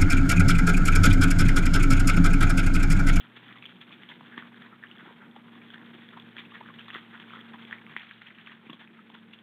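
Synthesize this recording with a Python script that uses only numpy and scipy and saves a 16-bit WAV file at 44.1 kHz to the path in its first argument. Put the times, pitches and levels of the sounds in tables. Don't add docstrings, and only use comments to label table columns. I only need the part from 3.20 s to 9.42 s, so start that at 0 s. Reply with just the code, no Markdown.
import sys
import numpy as np
from scipy import signal
from scipy.fft import rfft, irfft
from scipy.io import wavfile
from scipy.ndimage import uniform_filter1d

SR = 44100
rng = np.random.default_rng(int(sys.argv[2]) if len(sys.argv) > 2 else 0)


def magnitude_from_level(level_db):
    exponent = np.asarray(level_db, float) / 20
    return 10 ** exponent


def store_pcm(level_fs):
    pcm = np.round(np.clip(level_fs, -1, 1) * 32767).astype(np.int16)
    wavfile.write(sys.argv[1], SR, np.atleast_2d(pcm).T)


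N = 274302


def in_time(rows):
    s, *columns = np.transpose(rows)
    return [np.interp(np.arange(N) / SR, s, c) for c in columns]


def rms_one(x):
    return x / np.sqrt(np.mean(x ** 2) + 1e-20)


def highpass(x, order, hz):
    return signal.sosfilt(signal.butter(order, hz, "high", fs=SR, output="sos"), x)


def drift(rate):
    r = np.exp(-80 * np.pi * rate / SR)
    noise = rng.standard_normal(N // 40 + 2002)
    slow = signal.lfilter([1], [1, -2 * r, r * r], noise)[2000:]
    return np.interp(np.arange(N) / 40, np.arange(len(slow)), rms_one(slow))


def ring(clicks, hz, t60):
    r, w = magnitude_from_level(-60 / (t60 * SR)), 2 * np.pi * hz / SR
    return signal.lfilter([0, np.sin(w)], [1, -2 * r * np.cos(w), r * r], clicks + 1e-18)


def grains(shape, per_s, spread_db):
    born = rng.random(shape) < per_s / SR
    sizes = magnitude_from_level(spread_db * np.minimum(rng.exponential(1, shape), 3.3))
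    return born * sizes * rng.choice([-1, 1], shape)


def coloured(spectrum):
    hz, level_db = np.transpose(spectrum)
    grid = np.arange(N // 2 + 1) * SR / N + 1
    gain = magnitude_from_level(np.interp(np.log(grid), np.log(hz), level_db))
    return rms_one(irfft(rfft(rng.standard_normal(N)) * gain, N))


def add(out, s, piece):
    at = max(round(s * SR), 0)
    out[at:at + len(piece)] += piece[:N - at]


def knock(s, peak_db, hz, cycles):
    t60 = np.clip(cycles, 1, 45) / hz
    pulse = np.arange(round(2 * t60 * SR)) == 0
    for share in (1, 0.4, 0.4):
        pulse = ring(pulse, hz, share * t60)
    return s - np.abs(pulse).argmax() / SR, magnitude_from_level(peak_db) * pulse / np.abs(pulse).max()


def knocks(rows):
    out = np.zeros(N)
    for row in rows:
        add(out, *knock(*row))
    return out


def pushes(rows):
    out = np.zeros(N)
    for s, peak_db, hz, cycles in rows:
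        t60 = np.clip(cycles, 1, 45) / hz
        pulse = np.arange(round(2 * t60 * SR)) == 0
        pulse = ring(ring(pulse, hz, t60), hz, 0.12 * t60)
        add(out, s - 0.81 / hz, magnitude_from_level(peak_db) * pulse / np.abs(pulse).max())
    return out


def fractures(rows, size=500):
    out, t = np.zeros(N), np.arange(size) / SR
    for s, peak_db, hz, tick_db, cycles in rows:
        add(out, *knock(s, peak_db, hz, cycles))
        add(out, *knock(s, peak_db + tick_db + 0.5, 3350, 16.0))
        add(out, *knock(s - 0.00046, peak_db - 9.5, 2600, 6.0))
        bits = grains(size, per_s=3800, spread_db=5.0)
        splinter = rms_one(ring(bits, hz, 3.0 / hz)) * np.exp(-t / 0.0012)
        add(out, s, magnitude_from_level(peak_db - 15.0) * splinter)
    return out


def engine():
    # t/s, level/dB
    tone_level = [(0.0, -62), (1.0, -58), (1.19, -52), (1.61, -58.5), (1.9, -56.5), (1.97, -56),
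                  (2.05, -53), (2.27, -53.5), (3.59, -54), (3.72, -57.5), (4.31, -50.5), (4.66, -53),
                  (4.87, -57), (5.33, -56), (5.51, -55), (6.06, -51), (6.22, -56)]
    # t/s, depth/dB, width/s
    half_fades = [(.55, 5.5, 0.1), (1.1, 3, 0.5), (1.9, 6, 0.42), (5.5, 4.5, 0.82)]
    # f/Hz, level/dB per Hz
    rumble_colour = [(100, -36.5), (128, -14.5), (148, -2), (200, 3), (260, -4), (340, -3.5), (440, -10),
                     (525, -14), (640, -17), (900, -17), (1500, -33.5)]
    blade_hz, sag_hz_per_s = 239.9, 2.31
    t, (tone_db,) = np.arange(N) / SR, in_time(tone_level)
    phase = 2 * np.pi * np.cumsum(blade_hz - sag_hz_per_s * t) / SR
    half_db = -64.5 - sum(depth_db * np.exp(-((t - s) / width) ** 2) for s, depth_db, width in half_fades)
    tone = magnitude_from_level(tone_db + 3 + 0.6 * drift(7)) * np.sin(phase + .12 * drift(3))
    half = magnitude_from_level(half_db + 3 + 1.8 * drift(4)) * np.sin(phase / 2)
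    double = magnitude_from_level(tone_db - 16.5 + 3.0 * drift(6)) * np.sin(2 * phase + .8 * drift(5))
    rumble_db = -55.5 + 0.2 * (tone_db - tone_db.mean())
    rumble = magnitude_from_level(rumble_db + 1.37 * drift(15)) * coloured(rumble_colour)
    return tone + half + double + rumble


def grinding():
    # t/s, level/dB, dryness/dB (shifts weight from the dull to the bright part)
    herd = [(0.0, -61, -0.5), (0.31, -57.5, 1.5), (1.3, -60.5, 0), (2.27, -63.5, -1.5), (2.65, -59.5, -0.2),
            (3.27, -58.5, 2.5), (4.09, -56.5, -1), (4.68, -57.5, 0), (4.9, -55, 9), (5.44, -57, -1),
            (5.7, -59.5, 1), (6.22, -57.5, 0.5)]
    jaw, (herd_db, dry_db) = drift(32), in_time(herd)
    parts = [(herd_db, 1450, 2530),
             (herd_db - 7 - 3.8 * dry_db, 855, 1310),
             (herd_db - 0.5 + 0.16 * dry_db, 3530, 3580)]
    out = np.zeros(N)
    for level_db, low_hz, high_hz in parts:
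        clicks, dealt = grains(N, per_s=2000, spread_db=2.5), rng.integers(0, 8, N)
        pitches = np.geomspace(low_hz, high_hz, 8)
        part = sum(ring(clicks * (dealt == k), hz, 9.5 / hz) for k, hz in enumerate(pitches))
        out += magnitude_from_level(level_db + 2.43 * jaw + 1.1 * drift(38)) * rms_one(part)
    return out


def crunches(size=9000):
    # t/s of peak, body level/dB, mouth f/Hz, bright level/dB
    cracks = [(.17, -42, 2420, -44), (0.458, -67, 2570, -48), (.618, -48, 2560, -46),
              (1.009, -57, 920, -79), (2.164, -44, 870, -52.5), (2.543, -40, 1730, -44),
              (2.742, -44, 1730, -50), (2.935, -44, 1290, -53), (2.975, -40.5, 1000, -50),
              (3.321, -48, 1200, -56), (3.413, -45, 920, -75), (3.543, -48, 1790, -49),
              (3.69, -43, 1790, -45), (4.139, -42, 1280, -53), (4.343, -38.5, 980, -48),
              (5.023, -56, 2060, -47), (5.07, -38, 2530, -51), (5.109, -43, 1750, -59),
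              (5.277, -37.5, 1610, -45), (5.501, -41, 1100, -49), (5.536, -48, 1030, -41.5),
              (5.794, -45, 1320, -75), (5.949, -38.5, 1020, -43), (6.138, -58, 1940, -40),
              (.915, -39, 2060, -58), (5.156, -42.5, 2900, -57), (5.212, -59, 3300, -49)]
    chews = [(.008, -49, 2330, -45.5), (.31, -43.5, 2230, -73), (0.727, -46, 2400, -47),
             (1.345, -57, 1670, -65), (1.369, -51, 1540, -56), (1.457, -46, 1670, -61),
             (1.53, -44, 1240, -75), (1.715, -49, 1350, -51.5), (1.805, -41, 1490, -54),
             (2.782, -65, 2280, -55), (3.19, -38.5, 2100, -39), (3.353, -38.5, 1750, -47.5),
             (3.463, -46.5, 1670, -74), (3.505, -46.5, 1090, -76), (3.747, -39, 1260, -40.5),
             (3.767, -43, 1740, -53), (3.944, -39.5, 1640, -51), (4.434, -47.5, 1520, -48),
             (4.531, -38, 1840, -48.5), (4.721, -44, 1710, -54), (4.915, -42.5, 1700, -48),
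             (5.298, -55, 1970, -50), (5.318, -41.5, 1740, -52), (5.613, -38, 1800, -44)]
    bites = [(0.287, -53, 1750, -60), (.361, -46, 1120, -52), (.428, -52, 2580, -48),
             (.897, -46, 880, -42.5), (1.07, -49, 1520, -53), (1.127, -41.5, 1720, -56),
             (1.181, -36, 1820, -46), (1.419, -43, 1800, -54), (1.64, -41.5, 1740, -55.5),
             (2.421, -47.5, 2340, -56), (3.593, -43, 1760, -46), (4.002, -46, 1930, -47.5),
             (4.479, -46, 2110, -51), (4.77, -44, 2080, -43), (4.8, -35.5, 2480, -51),
             (4.892, -54, 2900, -51), (4.936, -58, 3260, -47.5), (5.468, -49, 2400, -54),
             (5.19, -41.5, 1820, -59)]
    drags = [(.25, -52, 2040, -52), (.508, -71, 1680, -53.5), (.82, -49.5, 1700, -53),
             (1.857, -46.5, 1500, -53), (1.9, -47, 970, -57), (2.024, -45.5, 1430, -85),
             (2.359, -51, 1760, -54), (2.485, -52, 1820, -54), (2.608, -50, 930, -64),
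             (2.831, -48.5, 1980, -50), (4.09, -52, 1530, -52.5), (4.161, -44, 1330, -50),
             (4.264, -49.5, 1640, -60)]
    # swell/s, fade/s
    closings = [
        (0.0082, 0.0054),
        (0.014, 0.0098),
        (0.0074, 0.013),
        (0.021, 0.023),
    ]
    out, t = np.zeros(N), np.arange(size) / SR - .08
    rows = [(*row, *closing) for kind, closing in zip((cracks, chews, bites, drags), closings) for row in kind]
    for s, body_db, hz, bright_db, swell, fade in rows:
        a, b, c = grains((3, size), per_s=2200, spread_db=3.0)
        rise = np.exp(-.7 * (np.minimum(t, 0) / max(swell, .002)) ** 2)
        shape = rise * np.exp(-.46 * (np.maximum(t, 0) / max(fade, .003)) ** 0.97)
        body = 0.5 * rms_one(ring(a, hz, 14.2 / hz)) + 0.36 * rms_one(ring(b, 1820, 0.005))
        bright = rms_one(ring(c, 3477, 0.0043))
        piece = shape * (magnitude_from_level(body_db) * body + magnitude_from_level(bright_db) * bright)
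        before_start = max(round((-s - t[0]) * SR), 0)
        add(out, s + t[0], piece[before_start:])
    return out


def husks():
    # t/s of peak, level/dB, mouth f/Hz
    cracked = [(.009, -37.5, 3150), (0.4557, -32, 3270), (0.461, -31.5, 3310), (0.6133, -35.5, 3500),
               (0.898, -41, 3240), (1.7138, -36, 2950), (1.783, -40.5, 3340), (1.061, -44.5, 3350),
               (2.5034, -37.5, 3350), (3.252, -42, 2670), (2.8884, -36.5, 3450), (2.999, -34.5, 3505),
               (3.5877, -39, 2990), (3.608, -39, 2630), (3.708, -36, 2810), (3.7435, -29, 3360),
               (4.211, -38.5, 3290), (4.796, -32, 3350), (5.071, -37.5, 3150), (5.263, -37, 3030),
               (5.498, -33.5, 2840), (5.503, -31, 3440), (5.5314, -28.5, 3340), (5.6754, -46, 2480),
               (6.1343, -34.5, 2830), (6.1887, -38.5, 3350)]
    return fractures([(*row, -30, 21.0) for row in cracked])


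def trunks(x):
    t = np.arange(round(.2 * SR)) / SR
    haze = rms_one(grains(len(t), per_s=4200, spread_db=-0.5)) * magnitude_from_level(-60 * t / 0.28) * (t > .006)
    return signal.fftconvolve(x, haze)[:N]


def splinters():
    # t/s of peak, level/dB, mouth f/Hz
    deep = [(0.0507, -48, 1370), (0.0582, -51, 1050), (0.1712, -54, 1430), (0.3074, -53.0, 1100),
            (0.3144, -48, 1250), (0.3663, -58, 1100), (0.4269, -49, 1220), (0.4553, -56, 1310),
            (0.6162, -52, 1310), (0.691, -52, 1310), (0.7082, -46.5, 1150), (0.7861, -52, 1370),
            (0.8986, -45, 920), (1.2064, -54, 930), (1.2243, -43, 1140), (1.232, -54, 1370),
            (1.3198, -50, 950), (1.4378, -51, 1420), (1.463, -48, 1020), (1.4852, -55.0, 1060),
            (1.8511, -50, 1020), (1.8586, -45, 840), (1.8659, -48, 1430), (1.8823, -49, 1430),
            (2.02, -43, 1490), (2.025, -49, 885), (2.1657, -47, 1370), (2.1744, -49, 1260),
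            (2.3547, -46.5, 1140), (2.5296, -53.0, 1310), (2.6079, -54, 930), (2.7384, -52, 1490),
            (2.8808, -54.0, 1310), (2.9347, -47.0, 1270), (3.0841, -49, 1490), (3.2028, -48, 1200),
            (3.2377, -49, 1010), (3.3211, -42.5, 1200), (3.4273, -46, 1200), (3.4395, -46, 1190),
            (3.5026, -43, 1150), (3.6079, -46, 1370), (3.7566, -36, 1260), (3.9456, -44, 1040),
            (4.1594, -40, 1310), (4.2115, -54, 1310), (4.2527, -48, 1260), (4.3889, -53.0, 1370),
            (4.3974, -55, 1150), (4.4984, -47, 855), (4.5999, -53.0, 1140), (4.6732, -48, 1200),
            (4.6807, -54.0, 1150), (4.6939, -52.0, 1490), (4.7174, -48, 1100), (5.2734, -37.5, 1320),
            (5.3188, -43, 1150), (5.5318, -45, 1070)]
    middle = [(0.2864, -45, 1700), (0.3249, -45, 1850), (0.375, -44, 2190), (0.4418, -38, 2390),
              (0.7322, -48.0, 2390), (0.903, -43, 1690), (1.1452, -42, 1770), (1.1904, -41, 2230),
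              (1.4196, -42, 1790), (1.6281, -39.5, 1780), (1.6376, -33, 1770), (1.7743, -45, 1770),
              (2.358, -50.0, 1770), (2.4169, -47, 2290), (2.5032, -42, 1590), (2.5588, -40.5, 1770),
              (2.5795, -43, 1760), (2.6154, -44, 1620), (2.6324, -45, 1560), (2.8893, -43, 1770),
              (3.1612, -46, 1560), (3.1931, -41, 1850), (3.2008, -52, 1770), (3.3652, -51, 1700),
              (3.4622, -43, 1700), (3.5401, -45, 1770), (3.5954, -50, 1850), (3.6149, -45, 2600),
              (3.685, -46, 1770), (3.7331, -43.0, 2100), (3.7493, -30.5, 1950), (3.7581, -33, 1900),
              (3.772, -49, 1620), (4.0399, -42, 1560), (4.0993, -41.5, 2390), (4.1706, -41, 2050),
              (4.338, -45, 1560), (4.4168, -45, 2100), (4.4225, -51, 2190), (4.4507, -44, 2500),
              (4.5201, -42, 1620), (4.5276, -23.5, 1830), (4.5388, -41.0, 1930), (4.5445, -43, 1770),
              (4.5552, -46.0, 2010), (4.5842, -42, 2290), (4.7121, -49.0, 2490), (4.7752, -35, 2390),
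              (4.784, -35, 2290), (4.8114, -36, 2390), (4.896, -43, 2190), (5.0853, -44, 2270),
              (5.2207, -45, 2100), (5.2961, -36, 1860), (5.3205, -39, 1710), (5.4689, -39, 2400),
              (5.5959, -46, 1710), (5.6493, -45, 1620)]
    front = [(0.1697, -39, 3300), (0.282, -37.5, 3390), (0.3269, -39.5, 3520), (0.3852, -42, 3520),
             (0.467, -47, 2720), (0.5666, -48.0, 3240), (0.6933, -42, 3500), (0.7299, -38, 3520),
             (0.7359, -38.5, 3385), (0.835, -41.5, 3135), (0.8898, -33, 3380), (0.9025, -38, 3405),
             (0.9397, -49, 3320), (1.4219, -40.5, 3540), (1.6693, -43.5, 2960), (1.7658, -44, 3430),
             (1.926, -47.0, 3340), (2.1125, -46, 3480), (2.5116, -41, 3370), (2.5418, -44, 3355),
             (2.5815, -44, 3520), (2.7494, -44, 3220), (3.0232, -42, 3520), (3.1213, -51.0, 3090),
             (3.1285, -50, 3250), (3.1662, -39, 3176), (3.2021, -37, 3520), (3.3131, -45, 2900),
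             (3.5406, -43, 3520), (3.5937, -36.5, 3100), (3.6144, -44, 3370), (3.683, -41, 3230),
             (3.6862, -42, 3520), (3.7586, -40, 2860), (3.8097, -43, 3260), (4.0866, -48.0, 3070),
             (4.1135, -45, 3070), (4.1464, -50, 3360), (4.1711, -47, 2840), (4.1851, -50, 3350),
             (4.2063, -41, 3520), (4.3352, -41, 3380), (4.4238, -41, 3390), (4.4512, -38.5, 3350),
             (4.5031, -43, 3370), (4.7261, -46, 2960), (4.768, -36, 3340), (4.8189, -38, 2930),
             (4.893, -40, 3360), (5.086, -41, 3380), (5.1963, -42, 2780), (5.212, -35, 3390),
             (5.2734, -36, 3386), (5.3193, -45, 2840), (5.3257, -45, 2840), (5.9174, -44, 3220),
             (5.9426, -40, 2830), (5.988, -41, 3380)]
    places = (deep, 13.3), (middle, 13.0), (front, 19)
    return fractures([(*row, -30, cycles) for bits, cycles in places for row in bits])


def thumps():
    # t/s of peak, level/dB, f/Hz
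    mud = [(.172, -43, 380), (1.011, -43, 308), (1.178, -33, 290), (1.829, -38.5, 292), (1.858, -42.5, 352),
           (1.875, -38, 310), (1.91, -41, 470), (2.167, -44, 590), (2.75, -40.5, 338), (2.764, -45, 302),
           (3.757, -34.5, 386), (2.256, -46, 180), (4.766, -38.5, 336), (5.531, -38.5, 560),
           (5.95, -48, 375)]
    return pushes([(*row, 5.3) for row in mud])


def snaps():
    # t/s of peak, level/dB, mouth f/Hz, bright tick level/dB re snap
    kernels = [(0.2896, -42, 1810, -6), (.425, -32, 2470, -21), (.834, -34.5, 2100, -7),
               (1.1782, -27, 1880, -7), (1.224, -38, 1520, -13), (1.344, -41.5, 1690, -8),
               (2.543, -36.5, 1930, -12), (3.1677, -32.5, 1770, -10), (3.1827, -31, 2400, -9),
               (3.355, -32.5, 1800, -11), (3.683, -38.5, 1160, -2), (3.488, -37, 1590, -15),
               (3.7031, -30.5, 1900, -4), (3.7658, -31.5, 1840, -2), (3.948, -45, 1690, -14),
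               (3.9536, -39, 1750, -17), (4.0, -36, 1900, -1), (4.026, -38.5, 2400, -5),
               (4.191, -37, 1840, -17), (4.511, -31.5, 1800, -5.5), (4.6656, -35.5, 2240, -18),
               (4.765, -18, 2020, -39), (4.7746, -33, 1970, -18), (4.911, -34, 2410, -18),
               (5.018, -31, 2040, -20), (5.1048, -34.5, 2180, -17), (5.185, -34.5, 2400, -15)]
    return fractures([(*row, 9.52) for row in kernels])


def twigs():
    # t/s of peak, level/dB
    snapped = [(.701, -41), (1.041, -41), (5.6752, -35), (5.7812, -45), (5.9004, -34.5), (6.086, -42),
               (6.097, -42), (6.134, -36)]
    return knocks([(*row, 2900, 4.0) for row in snapped])


def top_ticks():
    # t/s of peak, level/dB, f/Hz
    ticks = [(.9395, -41, 3800), (1.2751, -47, 3600), (1.3614, -43, 3800), (1.4617, -42, 3800),
             (2.6605, -42, 3680), (3.1665, -39, 3850), (3.6457, -40, 3650), (3.6828, -32.5, 3900),
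             (3.7435, -38, 3820), (4.5275, -47, 3700), (4.7965, -41, 3860), (4.8925, -43, 3800),
             (4.9355, -36, 3850), (5.0205, -38, 3800), (5.1865, -40, 3800)]
    return knocks([(*row, 16.0) for row in ticks])


def pops():
    # t/s of peak, level/dB, mouth f/Hz
    burst = [(1.009, -37, 1010), (1.2533, -42, 1200), (2.1633, -38.5, 930), (2.973, -35.5, 1090),
             (3.412, -35.5, 920), (3.4613, -37, 1660), (3.7483, -29, 1350), (4.106, -37.5, 1440),
             (4.132, -40, 2200), (4.3446, -38, 1060), (4.695, -45, 1190), (5.2723, -28, 2340),
             (1.365, -45, 1600), (5.9013, -38, 1000), (5.952, -33, 1530)]
    return fractures([(*row, -16, 7.4) for row in burst])


def smacks():
    # t/s of peak, level/dB, f/Hz, ringing/cycles
    lips = [(1.178, -33, 1170, 18), (1.527, -43, 1300, 35), (1.88, -46, 860, 7), (3.4095, -36, 900, 15.5),
            (1.533, -46, 1290, 28), (1.646, -43, 1300, 16), (4.1355, -35.5, 1290, 38),
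            (4.9111, -34.5, 1660, 26), (5.615, -44, 880, 27), (5.4971, -39, 1118, 53),
            (5.529, -44, 1630, 30), (5.5398, -46, 1110, 37), (5.791, -41, 1310, 34)]
    return pushes(lips)


def grunt():
    # t/s of peak, level/dB, f/Hz
    throat = [(5.4678, -34, 227), (5.4977, -28.5, 263), (5.511, -35, 246), (5.531, -40, 263),
              (5.543, -40, 210)]
    return pushes([(*row, 5.8) for row in throat])


def scene():
    near = husks() + splinters() + snaps() + twigs() + top_ticks() + pops()
    chewing = near + magnitude_from_level(-38.5) * trunks(near) + magnitude_from_level(-2) * crunches() + grinding()
    soft = highpass(thumps() + smacks() + grunt(), 8, 140)
    return (highpass(chewing, 3, 777) + soft + engine())[None]


def top_cut(x):
    return signal.sosfilt(signal.butter(12, 15750, fs=SR, output="sos"), x)


def record(dry):
    # f/Hz, level/dB per Hz
    hiss_colour = [(30, 16.5), (90, 21.5), (300, 0.5), (4500, -1.5), (6000, -3), (9000, 0.5), (10500, -1.5),
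                   (12000, 1.5), (15700, -2)]
    sampling_hz, back_off_db, back_off_s = 8000, 4, 0.025
    since = (np.arange(N) - np.abs(dry).argmax()) / SR
    gain = magnitude_from_level(-back_off_db * np.clip(since / back_off_s, 0, 1))
    x = highpass(gain * dry, 6, 79.4)
    x = signal.sosfilt(signal.butter(9, 3406, fs=SR, output="sos"), x)
    carrier = np.cos(2 * np.pi * sampling_hz * np.arange(N) / SR)
    x = x + magnitude_from_level(-21.0) * highpass(x * carrier, 4, 4050)
    x = signal.sosfilt(signal.ellip(6, .5, 45, 4350, fs=SR, output="sos"), x)
    treble = highpass(x, 4, 2800)
    bent = highpass(magnitude_from_level(-26) * x ** 2 + magnitude_from_level(-30) * np.abs(treble), 8, 5600)
    bent = bent + magnitude_from_level(11) * highpass(np.abs(bent), 6, 10800)
    loudness = uniform_filter1d(np.abs(x), size=44, axis=-1)
    hiss = (gain * magnitude_from_level(-84) + magnitude_from_level(-39.5) * loudness) * coloured(hiss_colour)
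    x = signal.sosfilt(signal.ellip(10, .5, 40, 15740, fs=SR, output="sos"), x + bent + hiss)
    return top_cut(x)


dry = scene()
out = record(dry)
store_pcm(out)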